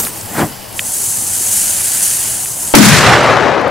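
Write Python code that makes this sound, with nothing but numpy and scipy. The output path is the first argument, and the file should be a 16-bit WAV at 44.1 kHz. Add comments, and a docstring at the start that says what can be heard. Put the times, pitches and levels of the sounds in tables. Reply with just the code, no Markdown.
"""A forest clearing, at the edge of a frozen puddle, where a firecracker lies. Its fuse spits, flares with
a whoosh, pops, then hisses for two seconds as a steady jet of gas. The bang overloads the microphone:
a ringing shock front, then a harsh crash over a boom that sinks in pitch. A long dull echo rolls back
from the trees while a few bits of debris snap on the ice, all over a low outdoor rumble."""
import sys
import numpy as np
from scipy import signal
from scipy.fft import rfft, irfft
from scipy.io import wavfile
from scipy.ndimage import uniform_filter1d

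SR = 44100
rng = np.random.default_rng(int(sys.argv[2]) if len(sys.argv) > 2 else 0)


def inscribe(sig):
    """Save sig as 16-bit PCM at rate SR to the path in sys.argv[1].

    A 1-D sig is mono; a 2-D sig holds one channel per row.
    Samples are clipped to [-1, 1] before scaling.
    """
    pcm = np.round(np.clip(np.atleast_2d(sig).T, -1, 1) * 32767)
    wavfile.write(sys.argv[1], SR, pcm.astype(np.int16))


N = 163170
T = np.arange(N) / SR
BANG_S, CRASH_DELAY_S = 2.7385, .0115  # crash and boom come in just behind the shock

# Fader rides for the crash, the fuse's first burn, and the high hiss and lower rush of its jet.
# Each row: time in seconds, relative level in dB.
CRASH_RIDE = [(2.75, 1), (2.775, -5), (2.81, -6.5), (2.85, -1), (2.89, -3), (2.93, -4), (3.05, -6),
              (3.2, -13.5), (3.7, -18.5)]
PRIMER_RIDE = [(0, -9), (.02, -18.5), (.035, -14.5), (.065, -19), (.085, -21.5), (.11, -27), (.17, -25),
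               (.25, -28), (.33, -26.5), (.39, -21.5), (.44, -25), (.49, -28.5), (.59, -32), (.66, -31),
               (.72, -31.5), (.8, -28.5)]
HISS_RIDE = [(0.83, -25.5), (0.882, -19.5), (1.118, -16.5), (1.224, -19.5), (1.508, -15.5), (1.53, -13),
             (1.83, -17), (1.85, -15), (2.014, -16), (2.034, -11), (2.076, -14.5), (2.592, -23),
             (2.604, -19), (2.72, -22)]
RUSH_RIDE = [(.72, -39), (.86, -40), (.95, -38), (1.25, -37), (1.58, -31), (1.8, -31), (2.04, -30.5),
             (2.3, -32), (2.5, -39.5), (2.72, -37)]
# Fader and pan rides. Each row: time in seconds, relative level in dB, left minus right in dB.
BOOM_RIDE = [(2.748, -25, -7), (2.758, -5, 7), (2.80, -1, 18), (2.85, -8.5, 5), (2.93, -7.5, 9.5),
             (2.97, -22, 20), (3.04, -21, 11), (3.09, -9.5, 6), (3.15, -16.5, 3), (3.3, -22.5, 6),
             (3.43, -21.5, 6), (3.5, -49, 2)]
ECHO_RIDE = [(2.74, -11, 19.5), (2.9, -12.5, 7), (2.98, -14, 5), (3.07, -5.5, 0), (3.13, -5.5, 0),
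             (3.2, -8.5, 1), (3.28, -7.5, 4), (3.33, -8.5, 6), (3.39, -11, 7.5), (3.49, -10.5, 8),
             (3.57, -12.5, 7.5), (3.7, -14.5, 8.5)]
# Tone of each noise layer. Each row: frequency in Hz, relative level in dB.
CRASH_EQ = [(100, 8), (400, -9.5), (900, -22), (1500, 1), (3000, -3), (7000, -1), (10000, -3), (15500, -10)]
ECHO_EQ = [(30, -34), (70, -35), (110, -40), (180, -9.5), (330, -3.5), (600, 1.5), (900, -1), (1400, -1.5),
           (2000, -5.5), (3200, -14), (6400, -23), (9500, -34.5), (15500, -49)]
PRIMER_EQ = [(50, -15), (110, 4.5), (300, 5), (520, -1), (1000, -1.5), (1800, -7.5), (3000, -13.5),
             (4500, -9.5), (6000, -5), (7500, 2), (10500, 2), (13000, 0), (15500, -3.5)]
HISS_EQ = [(1500, -45), (4000, -18.5), (5300, -13.5), (6300, -5.5), (7800, -1.5), (9500, -0.5), (10900, -3),
           (12200, -9.5), (14000, -11.5), (15700, -17)]
RUSH_EQ = [(300, -40), (750, -29), (1150, -10.5), (1500, -0.5), (1950, -1), (2150, -3), (2650, -1.5),
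           (3000, 2), (3400, -3.5), (4100, -4), (4600, 1), (7000, -6.5), (15000, -25)]
FLARE_EQ = [(30, -26), (70, -83), (110, -0.5), (250, 2), (450, -7.5), (800, -5.5), (1200, -11.5),
            (1800, -12.5), (2600, -21), (4000, -28), (12000, -35)]
AIR_EQ = [(20, -4), (55, -13), (75, -2.5), (98, 8.5), (135, -2), (200, -3), (330, -11.5), (520, -8.5),
          (780, -6), (950, -7), (1200, -15.5), (1700, -21.5), (2200, -23), (3000, -30), (4500, -41),
          (7000, -39), (15000, -39)]
# Panning by band. Each row: frequency in Hz, left minus right in dB.
CRASH_LEAN = [(110, 2), (200, 10), (700, 9.1), (1300, 2), (4400, 1.7), (15000, 1.1)]
ECHO_LEAN = [(110, -1), (200, 3.5), (380, 5.5), (700, -2), (2400, -1), (8000, -3.5)]
AIR_LEAN = [(60, -7), (110, 4), (200, 13.5), (380, 12.5), (700, 17.5), (1300, 11.5), (2400, -10),
            (15000, 0)]
# Stereo focus. Each row: frequency in Hz, left-right likeness from 0 (wide) to 1 (mono).
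CRASH_FOCUS = [(300, 0.64), (1500, 1), (4000, 0.64), (12000, 0.2)]
FUSE_FOCUS = [(100, 0.96), (1000, 0.87), (2400, 1), (4400, 0.87), (9000, 0.81), (15000, 0.78)]
AIR_FOCUS = [(30, 0.3), (100, 0.94), (250, 0.25), (500, 0), (1000, 0.24), (3000, .6), (15000, .5)]
# Fuse pops and landing debris. Each row: start in seconds, level in dB, pitch at the peak in Hz.
FUSE_POPS = [(.0505, -10, 4500), (.069, -11, 1900), (.2115, -14, 6500), (.7927, 1.5, 2600),
             (2.458, -15, 2300)]
DEBRIS_HITS = [(3.235, -19, 9000), (3.243, -17, 7950), (3.265, -32, 9500), (3.615, -29, 10000),
               (3.68, -27, 10100)]


def shock(ring_hz=620, rise_s=.00085, fall_s=.007, right_lag_s=.0003):
    """The pressure front rings unevenly in the microphone for a few milliseconds, left side first."""
    age = np.maximum(T - BANG_S - np.array([[0], [right_lag_s]]), 0)
    turns = ring_hz * age + 0.26 * wander(rate_hz=420)
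    envelope = np.minimum(age / rise_s, 1) * np.exp(-age / fall_s)
    return -amp(10) * envelope * np.sin(2 * np.pi * turns)


def crash(dull_db_per_s_khz=4.5):
    """Dense crackling scatter off the nearby ground and brush, dulling as it dies."""
    def dull(t, hz):
        return -np.maximum(t - BANG_S, 0) * dull_db_per_s_khz * hz / 1000
    scatter = noise(CRASH_EQ, CRASH_FOCUS, patchy_db=1.7, shape=dull, lean=CRASH_LEAN)
    return scatter * amp(curve(CRASH_RIDE) + 1.8 * wander(rate_hz=58)) * (T > BANG_S + CRASH_DELAY_S)


def boom(start_hz=290, end_hz=87.44, sink_s=.155, spread_hz=75, right_lead_turns=.17):
    """The body of the blast: a rough band of rumble that sinks in pitch."""
    age = np.maximum(T - BANG_S - CRASH_DELAY_S, 0)
    hz = end_hz + (start_hz - end_hz) * np.exp(-age / sink_s)
    turns = np.cumsum(hz) / SR + np.array([[0], [right_lead_turns]]) * hz / start_hz
    roughness = wander(spread_hz) + 1j * wander(spread_hz)
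    churn = .3 + roughness * (hz / start_hz) ** .5  # a steady core under random level and phase
    compressed = churn / np.sqrt(abs(churn))
    tone = np.sqrt(2) * (compressed * np.exp(2j * np.pi * turns)).real * (age > 0)
    return tone * amp(1 + curve(BOOM_RIDE)) * pan(curve(BOOM_RIDE, column=2))


def echo(neutral_s=3.204, dull_db_per_s_octave=7.5):
    """Countless trunks throw the bang back, louder in the left channel; air dulls the later returns."""
    def absorb(t, hz):
        octaves = np.log2(np.maximum(hz, 500) / 800)
        return -dull_db_per_s_octave * np.maximum(t - neutral_s, -.2) * octaves
    returns = noise(ECHO_EQ, 0.95, patchy_db=1, shape=absorb, lean=ECHO_LEAN, size=1024)
    level_db = curve(ECHO_RIDE) + 1.35 * wander(rate_hz=160)
    return returns * amp(level_db) * pan(curve(ECHO_RIDE, column=2)) * (T > BANG_S)


def fuse(catch_s=0.741, scoop_db=16, scoop_hz=4500):
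    """A sputtering first burn, joined by a steady jet of gas; the bang ends both."""
    def smoulder(t, hz):  # the weaker the first burn, the thinner its upper mids
        weakness = np.clip((-28 - curve(PRIMER_RIDE, t)) / 10, 0, 1)
        return -scoop_db * weakness * np.exp(-np.log2((hz + 1) / scoop_hz) ** 2)
    primer = noise(PRIMER_EQ, FUSE_FOCUS, patchy_db=3, shape=smoulder)
    primer *= amp(curve(PRIMER_RIDE) + 1.1 * wander(rate_hz=470))
    fade_in = [(catch_s - .1, -80), (catch_s, -38), (catch_s + 0.038, -24)]
    sputter = wander(rate_hz=86) + wander(rate_hz=220)
    hiss = noise(HISS_EQ, FUSE_FOCUS, patchy_db=1.78)
    hiss *= amp(1.5 + curve(fade_in + list(HISS_RIDE)) + 0.7 * sputter)
    rush = noise(RUSH_EQ, FUSE_FOCUS, patchy_db=1.4, size=1024)
    rush *= amp(3.5 + curve(RUSH_RIDE) + 0.65 * sputter)
    return (primer + hiss * pan(lean_db=0.5) + rush * pan(lean_db=-0.2)) * (T < BANG_S)


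def flare(peak_s=0.421, rise_s=0.045, fall_s=0.027, sweep_s_per_octave=0.0076):
    """A fluttering puff of flame: the treble peaks first and the bass last."""
    def swell(t, hz):
        late = t - peak_s + sweep_s_per_octave * np.log2(np.clip(hz, 300, 3000) / 700)
        width = np.where(late < 0, rise_s, fall_s)
        return -17 * np.log10(1 + abs(late / width) ** 3)
    whoosh = noise(FLARE_EQ, 0.95, patchy_db=1.5, shape=swell)
    return whoosh * amp(-11 + 0.89 * wander(rate_hz=170)) * pan(lean_db=1.0)


def snaps(rows, width_s=.00045, drop_per_s=650, fizz=.08, bounce_s=.0016):
    """Tiny snaps of a few falling cycles, each with a bounce off the ice and a short scatter."""
    out = np.zeros((2, N))
    t = np.arange(2048) / SR
    late = t - 2 * width_s
    for start, db, hz in rows:
        turns = hz * (1 - np.exp(-drop_per_s * late)) / drop_per_s
        chirp = np.cos(2 * np.pi * turns) + fizz * rng.standard_normal(len(t))
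        snap = chirp * np.exp(-abs(late) / width_s)
        bounce = amp(-8) * np.interp(t - bounce_s, t, snap, left=0)
        spray = wander(rate_hz=5700)[:2 * len(t)].reshape(2, -1)
        scatter = amp(-26) * np.exp(-t / 0.0072) * spray
        sound = low_cut(snap + bounce + scatter, hz=970)
        slot = out[:, round(start * SR):][:, :len(t)]
        slot += amp(db) * sound[:, :slot.shape[1]]
    return out


def background(level_db=-32.5, dip_db=2):
    """A bed of low outdoor rumble and distant rustle, leaning left and quieter after the bang."""
    air = noise(AIR_EQ, AIR_FOCUS, patchy_db=2.0, lean=AIR_LEAN, size=2048)
    return air * amp(level_db - dip_db * (T > BANG_S))


def amp(db):
    """Decibels to gain."""
    return 10 ** (np.asarray(db) / 20)


def unit(x):
    """Scales to rms 1."""
    return x / np.sqrt(np.mean(x ** 2) + 1e-20)


def curve(rows, t=T, column=1):
    """One column of a ride, joined by straight lines in time."""
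    table = np.transpose(rows)
    return np.interp(t, table[0], table[column])


def colour(rows, hz):
    """A table read on a log-frequency axis."""
    f, value = np.transpose(rows)
    return np.interp(np.log(hz + 1), np.log(f + 1), value)


def pan(lean_db):
    """Channel gains for a left-minus-right level."""
    return amp(np.array([[.5], [-.5]]) * lean_db)


def low_cut(x, hz):
    """Rolls off everything below hz."""
    return signal.sosfilt(signal.butter(4, hz, "highpass", fs=SR, output="sos"), x)


def wander(rate_hz):
    """Random motion of rms 1, rolled off above rate_hz."""
    hz = np.fft.rfftfreq(N, 1 / SR)
    return unit(irfft(rfft(rng.standard_normal(N)) / (1 + (hz / rate_hz) ** 4), N))


def noise(eq, focus, patchy_db, shape=lambda t, hz: 0 * t, lean=None, size=512):
    """Patchy stereo noise set to rms 1, then put through a moving EQ: shape(seconds, Hz) in dB."""
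    def to_sound(spectra):
        return signal.istft(spectra.swapaxes(1, 2), nperseg=size, noverlap=size - hop)[1][:, :N]
    hop = size // 4
    t = np.arange(N // hop + 5)[:, None] * hop / SR
    hz = np.fft.rfftfreq(size, 1 / SR)
    a, b, c, d, patches = np.moveaxis(rng.standard_normal((len(t), len(hz), 5)), -1, 0)
    patches = unit(uniform_filter1d(uniform_filter1d(patches, size=6, axis=0), size=3, axis=1))
    likeness = colour(focus, hz) if np.ndim(focus) else focus
    left = a + 1j * b
    right = likeness * left + np.sqrt(1 - likeness ** 2) * (c + 1j * d)
    spectra = np.array([left, right]) * amp(colour(eq, hz) + patchy_db * patches)
    if lean:
        spectra *= pan(colour(lean, hz))[:, None]
    return to_sound(spectra * amp(shape(t, hz))) / to_sound(spectra).std()


def scene():
    """The mix: fuse, bang, echo and debris over the outdoor bed."""
    blast = shock() + low_cut(crash() + boom() + echo(), hz=84)
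    return background() + fuse() + flare() + snaps(FUSE_POPS) + blast + snaps(DEBRIS_HITS)


def record(dry):
    """The microphone overloads at full scale, and the very top of the treble is cut."""
    clipped = dry / (1 + dry ** 8) ** (1 / 8)
    high_cut = signal.firwin(511, 15800, window=("kaiser", 8), fs=SR)
    return signal.oaconvolve(clipped, high_cut[None], "same")


dry = scene()
out = record(dry)
inscribe(out)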